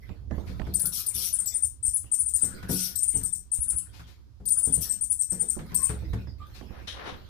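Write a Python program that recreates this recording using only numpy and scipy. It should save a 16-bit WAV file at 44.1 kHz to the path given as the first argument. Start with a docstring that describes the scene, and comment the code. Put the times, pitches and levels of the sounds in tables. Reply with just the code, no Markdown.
"""A shrew fires off runs of short, arched squeaks and a few harsh hisses as a puppy chases it in a bathtub.
The squeaks are high whistles; the hisses are air forced through its throat. The puppy's paws thud on
the hollow tub, scratch and slip. It whimpers faintly, and at the end snorts at the box that the shrew
hides under. The hand-held camera rumbles and is bumped now and then. A small, hard room rings."""
import sys
import numpy as np
from scipy import signal
from scipy.fft import rfft, irfft, next_fast_len
from scipy.io import wavfile
from scipy.ndimage import uniform_filter1d

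SR = 44100
rng = np.random.default_rng(int(sys.argv[2]) if len(sys.argv) > 2 else 0)


def generate_wav(signal):
    """Clip the signal to [-1, 1] and save it as 16-bit WAV at the path in sys.argv[1]."""
    frames = np.transpose(np.atleast_2d(signal))
    scaled = np.clip(frames, -1, 1) * 32767
    pcm = np.round(scaled).astype(np.int16)
    wavfile.write(sys.argv[1], SR, pcm)


N = 321486
T = np.arange(N) / SR


def amp(db):
    """Turns decibels into a gain to multiply by."""
    return 10 ** (np.asarray(db) / 20)


def evened(x):
    """Scales x to an average (rms) size of 1."""
    return x / np.sqrt(np.mean(x ** 2) + 1e-20)


def peaked(x):
    """Scales x so that the mean of its channels peaks at 1."""
    return x / abs(x.mean(0)).max()


def read(points, hz):
    """Looks up hz on a curve drawn through (f/Hz, value) points."""
    f, value = np.transpose(points)
    return np.interp(np.log(hz + 1), np.log(f + 1), value)


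def sides(pan_db):
    """Left and right gains whose mean is 1; a positive pan leans left."""
    gains = amp([[pan_db / 2], [-pan_db / 2]])
    return gains / gains.mean()


def add(mix, start, sound):
    """Mixes a sound in, start seconds from the beginning."""
    part = mix[:, max(round(start * SR), 0):][:, :sound.shape[1]]
    part += sound[:, :part.shape[1]]


def coloured(x, spectrum):
    """Shapes the bass and treble of x by (f/Hz, level/dB) points, at rms 1."""
    size = next_fast_len(x.shape[-1])
    gain = amp(read(spectrum, np.fft.rfftfreq(size, 1 / SR)))
    return evened(irfft(rfft(x, size) * gain, size)[..., :x.shape[-1]])


def noise(spectrum, size=N):
    """Stereo noise shaped by (f/Hz, level/dB) points."""
    return coloured(rng.standard_normal((2, size)), spectrum)


def wobble(per_s, size=N):
    """A curve that glides to a new random value per_s times a second."""
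    knots = rng.standard_normal(size)
    return np.interp(np.arange(size) * per_s / SR, np.arange(size), knots)


def swell(start, attack_s, hold_s, fall_db_per_s):
    """Gain over time: rises from start, holds until start + hold_s, then dies away."""
    return np.clip((T - start) / attack_s, 0, 1) * amp(-fall_db_per_s * np.clip(T - start - hold_s, 0, 2))


def patchy(x, depth_db):
    """Makes the tone flicker, in random patches about 500 Hz wide and 20 ms long."""
    slices = signal.stft(x, SR, nperseg=512)[2]
    patches = uniform_filter1d(rng.standard_normal(slices.shape[1:]), size=6, axis=0)
    patches = uniform_filter1d(patches, size=4, axis=1)
    return signal.istft(slices * amp(depth_db * evened(patches)), SR, nperseg=512)[1][:, :N]


def room_echoes(size=16384):
    """Dense echoes off the bathroom's hard walls; the bass lasts longest."""
    # how long the room rings: f/Hz, time to fade by 60 dB/s
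    ring_times = [(100, 1), (500, 0.17), (2000, 0.21), (6000, 0.3), (9000, 0.19), (15000, 0.24)]
    hz, t, slices = signal.stft(rng.standard_normal((2, size)), SR, nperseg=256)
    fade = amp(-60 * t / read(ring_times, hz)[:, None])
    echoes = signal.istft(slices * fade, SR, nperseg=256)[1]
    echoes *= np.clip(np.arange(size) / SR / 0.0029 - 1, 0, 1)  # the first echoes take a moment to arrive
    return echoes / np.linalg.norm(echoes, axis=1, keepdims=True)


def in_room(x, wet_db):
    """Direct sound plus echoes at wet_db, about as loud as before."""
    wet = signal.fftconvolve(x, room_echoes(), axes=1)[:, :N]
    return (x + amp(wet_db) * wet) / np.hypot(1, amp(wet_db))


def hand_rumble(steady_db=-47, lumps_db=2):
    """The hand on the camera makes a lumpy rumble that swells when the grip shifts."""
    # shifts of grip: t/s, hold/s, relative level/dB
    regrips = [(0, 0.56, -36), (5.8, 0.44, -35)]
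    # tone of the rumble: f/Hz, level/dB
    colour = [(20, -29), (40, 1.5), (68, 13), (90, 4.5), (110, 4.5), (160, -13), (300, -17), (700, -35.5),
              (2000, -72)]
    grip = amp(steady_db)
    for start, hold, db in regrips:
        grip += amp(db) * swell(start, attack_s=0.27, hold_s=hold, fall_db_per_s=52.5)
    shared, own = noise(colour)[:1], noise(colour)  # the two microphones hear partly the same rumble
    rumble = evened((shared + 0.99 * own) * amp(lumps_db * wobble(25)))
    return amp(-3) * rumble * grip * sides(pan_db=-9.5)


def room_hush(db=-70.5):
    """The room's faint, steady background noise."""
    # tone of the hush: f/Hz, level/dB
    colour = [(30, 6.5), (150, 3.5), (400, -17), (1000, -4), (2300, -15), (5000, -10), (8000, -21),
              (15000, -19.5)]
    return amp(db) * noise(colour)


def claw_scratches(catches_per_s=240, slide=0.21):
    """Claws slide and catch on the enamel: tiny clicks of uneven size over a thin scrape."""
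    # bouts of scrabbling: t/s, hold/s, relative level/dB
    bouts = [(0, 0.098, -64.5), (.3, 1.1, -60.5), (1.5, 0.058, -68.5), (2.02, 0.45, -71.5),
             (2.38, 0.54, -59), (3.111, 0.065, -58), (3.55, 0.57, -67.5), (4.55, 0.36, -59.5),
             (5.278, 0.59, -63.5), (5.651, 0.56, -63), (6.378, 1, -63)]
    # tone of claws on enamel: f/Hz, level/dB
    colour = [(200, 11), (500, 6), (900, -0.5), (1500, 5.5), (2500, -0.5), (4500, -1.5), (6000, -10),
              (8000, -18), (14000, -6.5)]
    catches = (rng.random(N) < catches_per_s / SR) * amp(2.4 * np.minimum(rng.exponential(1, N), 4))
    scrape = coloured((catches + slide) * rng.standard_normal((2, N)), colour)
    effort = sum(amp(db) * swell(start, attack_s=0.015, hold_s=hold, fall_db_per_s=110.5)
                 for start, hold, db in bouts)
    return amp(2) * in_room(patchy(scrape, depth_db=7) * effort, wet_db=1) * sides(pan_db=-1)


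def camera_knocks(rub_db=-9):
    """Fingers bump the camera's case and rub on briefly, mostly at the right microphone."""
    # bumps, with relative levels: t/s, knock/dB, boom/dB, tick/dB
    bumps = [(0.091, -33.5, -36.5, -42), (0.309, -23.5, -19, -35), (.379, -28.5, -19, -53),
             (0.596, -24, -27, -27.5), (.616, -36.5, -21, -29.5), (1.647, -78, -33.5, -55),
             (1.882, -49.5, -28, -72), (2.042, -46.5, -37, -44), (3.588, -59, -23, -49),
             (5.566, -30.5, -29.5, -48), (6.271, -37.5, -30.5, -44), (6.61, -35.5, -44.5, -40.5),
             (6.705, -34.5, -29, -50), (7.125, -37.5, -34, -47)]
    knock_colour = [(60, 6.5), (200, 6), (420, -5.5), (1000, -14.5), (3000, -56.5)]
    tick_colour = [(500, 0), (1800, 1), (3000, -12), (6500, -21), (9000, -44)]
    out, t = np.zeros((2, N)), np.arange(SR // 5) / SR
    onset = 1 - np.exp(-(t / 0.0013) ** 2)  # a fingertip is soft, so the blow has no sharp edge
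    touch = np.exp(-t / 0.02) + amp(rub_db) * np.exp(-t / 0.099)
    for start, knock_db, boom_db, tick_db in bumps:
        knock = peaked(noise(knock_colour, len(t))[:1] * touch * onset)
        boom = np.sin(2 * np.pi * 70 * rng.uniform(.85, 1.15) * t) * np.exp(-t / .025)
        tick = peaked(noise(tick_colour, len(t))[:1] * np.exp(-t / 0.0029) * onset)
        bump = amp(knock_db - 1) * knock + amp(boom_db - 5) * boom + amp(tick_db - 5) * tick
        add(out, start, bump * sides(pan_db=-21))
    return out


def paw_slips():
    """A paw slips on the enamel: a soft swish that swells quickly and dies away."""
    # slips: t/s, relative level/dB, length/s
    slips = [(0.461, -50.5, 0.093), (3.924, -51, 0.13), (4.064, -53.5, 0.086), (6.54, -47.5, 0.083)]
    colour = [(300, -5), (1500, -4), (4800, -3.5), (7500, -13.5), (14000, -15.5)]
    out = np.zeros((2, N))
    for start, db, length in slips:
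        progress = np.linspace(0, 1, int(length * SR))
        swish = noise(colour, len(progress))
        add(out, start, amp(db) * swish * np.minimum(progress * 6, 1) * (1 - progress))
    return in_room(out, wet_db=-2) * sides(pan_db=12)


def push(t, hz):
    """A soft pressure pulse and its rebound."""
    phase = 2 * np.pi * hz * t
    return phase * (1 - phase / 2) * np.exp(-phase)


def paw_thuds(judder_s=0.035, spread_db=3):
    """A paw lands and judders, ringing the hollow tub; its claws rasp on the enamel."""
    # paws and body landing, and one further knock at 5.418 s, with relative levels: t/s, blow/dB, boom/dB, claw
    # click/dB
    footfalls = [(0.492, -34, -31, -65), (0.667, -29, -26.5, -43.5), (.832, -36.5, -60, -52),
                 (1.151, -44.5, -36.5, -48), (2.428, -36, -34, -47.5), (2.628, -36, -32.5, -38.5),
                 (2.692, -21.5, -29, -37), (3.146, -33, -29.5, -59), (3.213, -43, -32.5, -48),
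                 (3.727, -47, -38, -44.5), (3.995, -48, -39, -42.5), (4.4, -43, -37, -64),
                 (4.669, -30.5, -32.5, -65), (4.772, -32, -30.5, -63.5), (5.319, -31.5, -42.5, -45.5),
                 (5.418, -38, -46.5, -61), (5.59, -34, -34, -40.5), (5.718, -35, -33.5, -42),
                 (5.894, -29, -23, -33), (6.019, -37.5, -50, -64), (6.132, -27.5, -20, -35)]
    # the notes the tub rings with: f/Hz, level/dB, time to fade by 60 dB/s
    tub_notes = [(69, -3, .45), (108, -2, .3), (160, -2, .3), (181, 0, .4), (237, -6, .32), (266, -7, .25),
                 (335, -9, .18), (420, -9, .18), (484, -11, .2), (690, -16, .12), (860, -18, .1)]
    pad_colour = [(70, -9), (170, 0), (450, -10), (900, -22), (2500, -44)]
    claw_colour = [(400, -6), (1500, 7.5), (2600, -4), (5000, -8), (8000, -14.5), (14000, -13)]
    out, t = np.zeros((2, N)), np.arange(SR // 2) / SR
    for start, blow_db, boom_db, click_db in footfalls:
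        # every spot of the tub shares the blow differently among the notes
        shares_db = spread_db * rng.standard_normal(len(tub_notes))
        notes = []
        for (hz, db, fade_s), share_db in zip(tub_notes, shares_db):
            tone = np.sin(2 * np.pi * hz * rng.uniform(.96, 1.04) * t)
            notes.append(amp(db + share_db - 60 * t / fade_s) * tone)
        judder = rng.standard_normal(len(t)) * np.exp(-t / judder_s) * np.minimum(t / 0.0032, 1)
        ring = peaked(signal.fftconvolve(sum(notes[2:]), judder)[None, :len(t)])
        pad = peaked(noise(pad_colour, len(t)) * np.exp(-t / .05) * np.minimum(t / .003, 1))
        boom = peaked(signal.fftconvolve(sum(notes[:2]), push(t, hz=90))[None, :len(t)])
        claw = peaked(noise(claw_colour, len(t)) * np.exp(-t / 0.027) * amp(2 * wobble(350, len(t))))
        thud = amp(blow_db - 0.5) * (ring + .5 * pad) + amp(boom_db - 3) * boom
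        add(out, start, thud * sides(pan_db=3.5) + amp(click_db - 1) * claw)
    return out


def shrew_hisses(attack_s=0.019, fall_db_per_s=295.5, deepen_db=4.5, flutter_db=1, spit_s=0.02):
    """Air forced through the shrew's throat with no clear pitch: hisses that deepen, and short spits."""
    # hisses, with relative levels: t/s, hold/s, high part/dB, low part/dB
    hisses = [(0.916, 0.083, -28.5, -37), (1.134, 0.14, -27.5, -35.5), (2.684, 0.18, -28, -35.5),
              (4.803, 0.033, -26, -37.5)]
    # tone of the high part: f/Hz, level/dB
    high_colour = [(6000, -52), (8000, -6.5), (10500, -2.5), (13500, -6.5), (15000, -5)]
    # tone of the low part, the throat's lower resonance: f/Hz, level/dB
    low_colour = [(1200, -38.5), (2500, -11), (4500, -1.5), (5800, 5.5), (7500, -11), (10000, -17)]
    # spits that open some squeaks: t/s, relative level/dB
    spits = [(.738, -21), (.795, -21), (0.855, -16.5), (1.063, -22), (1.457, -23), (2.956, -18.5),
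             (3.231, -27.5), (4.454, -29), (4.486, -23), (5.744, -20), (5.818, -30.5)]
    high, low = np.zeros((2, N))
    for start, hold, high_db, low_db in hisses:
        effort = amp(-1) * swell(start, attack_s, hold, fall_db_per_s)
        throat_shut = np.clip(1 - (T - start) / hold, 0, 1)
        high += effort * amp(high_db)
        low += effort * amp(low_db - deepen_db * throat_shut)
    air = patchy(high * noise(high_colour) + low * noise(low_colour), depth_db=4)
    air *= amp(flutter_db * wobble(450))
    progress = np.linspace(0, 1, int(spit_s * SR))
    for start, db in spits:
        spit = noise([(2000, -42), (4500, -4.5), (8000, -10.5), (14000, 8.5)], len(progress))
        add(air, start, amp(db) * spit * np.minimum(progress * 10, 1) * (1 - progress))
    return in_room(air, wet_db=-6.5) * sides(pan_db=9.5)


def tub_bounces(wall_db, wet_db, count=7):
    """The direct path, a few bounces between the tub walls, then the room; new for every spot."""
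    response = amp(wet_db) * room_echoes()
    delay_s = rng.uniform(.0012, 0.012, (2, count))
    bounce = amp(wall_db) * rng.choice([-1, 1], (2, count)) * np.exp(-delay_s / 0.01)
    response[[[0], [1]], (delay_s * SR).astype(int)] += bounce
    response[:, 0] += 1
    return response


def shrew_squeaks(start_ratio=.86, end_ratio=.55, crest_at=.35, jitter=.0011, overtone_db=-17):
    """A whistle jumps to its crest and plunges, turning hoarse as it falls; the throat favours 9 kHz."""
    # squeaks: t/s, length/s, crest pitch/Hz, level on the left/dB
    squeaks = [(0.743, 0.022, 9150, -21), (0.799, 0.023, 10100, -23), (0.854, .02, 10430, -25),
               (1.065, 0.033, 9400, -24), (1.328, 0.021, 10060, -22), (1.386, 0.019, 9085, -23),
               (1.459, 0.023, 8010, -25), (1.538, 0.041, 9200, -22.5), (1.621, .037, 9300, -19.5),
               (1.826, 0.043, 9000, -22.5), (1.859, 0.038, 8800, -23), (1.934, 0.041, 10170, -21),
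               (2.114, .034, 9040, -19.5), (2.187, 0.028, 9970, -20), (2.257, 0.039, 9200, -24),
               (2.336, 0.027, 9420, -19), (2.414, 0.039, 8860, -18.5), (2.953, 0.038, 8590, -24.5),
               (3.021, 0.017, 9170, -21), (3.077, 0.03, 9290, -20.5), (3.143, 0.031, 9020, -21),
               (3.231, 0.034, 8770, -24), (3.323, 0.031, 8780, -24.5), (3.515, 0.035, 9180, -21.5),
               (3.602, 0.039, 10440, -24), (3.679, 0.03, 10030, -21.5), (3.76, 0.031, 10200, -24),
               (4.46, .024, 9380, -24), (4.504, .023, 9500, -17.5), (4.57, 0.027, 9900, -20.5),
               (4.628, 0.034, 9340, -19), (4.723, 0.027, 9500, -17), (4.89, 0.036, 8540, -22),
               (5.008, .04, 9350, -23), (5.099, 0.026, 9900, -20), (5.19, 0.035, 8746, -20.5),
               (5.297, 0.029, 8700, -23.5), (5.393, 0.034, 9040, -21), (5.481, 0.03, 8800, -22),
               (5.746, 0.029, 8750, -19.5), (5.826, 0.029, 8980, -18.5)]
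    # squeaks lean left, the highest ones least: crest pitch/Hz, left minus right/dB
    lean = [(8800, 18), (9400, 15), (10300, 13)]
    throat = [(4500, -2), (6500, -23), (7700, -11.5), (8700, 0.5), (10000, -3), (15000, -5)]
    rasp_colour = [(1500, -35), (3500, -8), (6000, 4), (14000, -3.5)]
    out = np.zeros((2, N))
    for start, length, crest_hz, db in squeaks:
        size = int(length * SR)
        progress = np.linspace(0, 1, size)
        climb_left = np.clip(1 - progress / crest_at, 0, 1)
        fall = np.clip((progress - crest_at) / (1 - crest_at), 0, 1)
        hz = crest_hz * (1 - (1 - start_ratio) * climb_left ** 2 - (1 - end_ratio) * fall ** 3)
        phase = 2 * np.pi * np.cumsum(hz * (1 + jitter * wobble(1800, size))) / SR
        whistle = amp(read(throat, hz)) * np.sin(phase) + amp(overtone_db) * np.sin(2 * phase)
        rasp = amp(-31) * noise(rasp_colour, size)[0] * (0.11 + 2 * fall ** 2)
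        shimmer_db = -2 * wobble(380, size)
        loudness = signal.windows.tukey(size, .16) * amp(shimmer_db - 0.5 * climb_left)
        voice = (whistle + rasp) * loudness
        heard = signal.fftconvolve(voice[None], tub_bounces(wall_db=-3, wet_db=4), axes=1)
        heard /= np.sqrt(np.mean(heard[:, :SR // 20] ** 2, axis=1, keepdims=True))  # first 50 ms at rms 1
        add(out, start, heard * amp([[db], [db - read(lean, crest_hz)]]))
    return out


def puppy_whimpers(overtone_db=-26, waver=0.0289):
    """Thin, unsteady whistles through the nose; each swells and fades on one glide."""
    # whimpers: t/s, length/s, starting pitch/Hz, final pitch/Hz, level/dB
    whimpers = [(2.278, .76, 1415, 1451, -53.5), (5.702, 0.039, 973, 1037, -46),
                (5.773, 0.11, 1046, 1130, -46), (6.254, 0.061, 5520, 4380, -58.5),
                (6.393, 0.045, 1167, 1217, -44)]
    out = np.zeros((2, N))
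    for start, length, start_hz, end_hz, db in whimpers:
        hz = np.linspace(start_hz, end_hz, int(length * SR))
        phase = 2 * np.pi * np.cumsum(hz * (1 + waver * wobble(250, len(hz)))) / SR
        tone = evened(np.sin(phase) + amp(overtone_db) * (np.sin(2 * phase) + np.sin(3 * phase)))
        add(out, start, (tone * amp(db) * signal.windows.tukey(len(hz), .7))[None])
    return in_room(out, wet_db=8)


def puppy_snorts(flutter_db=2):
    """Air rushes out of the nose: a sharp nostril hiss mixed with a hollow puff from the muzzle."""
    # snorts: t/s, rise/s, fall/(dB per s), hiss/dB, puff/dB
    snorts = [(6.679, 0.12, 256, -70, -48.5), (6.871, 0.0056, 187, -35.5, -50),
              (6.92, 0.079, 104, -86, -41.5), (7.029, 0.06, 260, -44.5, -38)]
    # tone of the nostril hiss: f/Hz, level/dB
    hiss_colour = [(1200, -15.5), (1800, -2), (2400, -6.5), (3000, 2), (3800, 3), (4600, -7.5), (5700, -5),
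                   (7500, -21), (11000, -15), (14000, -44)]
    # tone of the muzzle puff: f/Hz, level/dB
    puff_colour = [(150, -5), (350, 7.5), (1000, 6.5), (1700, 4.5), (2800, -3.5), (5000, -13.5),
                   (9000, -57)]
    hiss, puff = np.zeros((2, N))
    for start, rise, fall_db_per_s, hiss_db, puff_db in snorts:
        flow = swell(start, rise, rise, fall_db_per_s)
        hiss += amp(hiss_db) * flow
        puff += amp(puff_db) * flow
    air = hiss * noise(hiss_colour) * sides(pan_db=7) + puff * noise(puff_colour) * sides(pan_db=4)
    return in_room(air * amp(flutter_db * wobble(220)), wet_db=-6)


def scene():
    """The shrew, the puppy, the camera and the room together."""
    shrew = shrew_squeaks() + shrew_hisses()
    puppy = paw_thuds() + claw_scratches() + paw_slips() + puppy_whimpers() + puppy_snorts()
    return shrew + puppy + camera_knocks() + hand_rumble() + room_hush()


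def record(dry, shadow_db=-11, cutoff_hz=14820):
    """The right microphone faces away and loses top treble; both sides are cut above cutoff_hz."""
    shade = amp(read([(10400, 0.0018), (12000, shadow_db)], np.fft.rfftfreq(N, 1 / SR)))
    heard = np.array([dry[0], irfft(rfft(dry[1]) * shade, N)])
    lowpass = signal.firwin(301, cutoff_hz, window=("kaiser", 7), fs=SR)
    return signal.oaconvolve(heard, lowpass[None], "same")


dry = scene()
out = record(dry)
generate_wav(out)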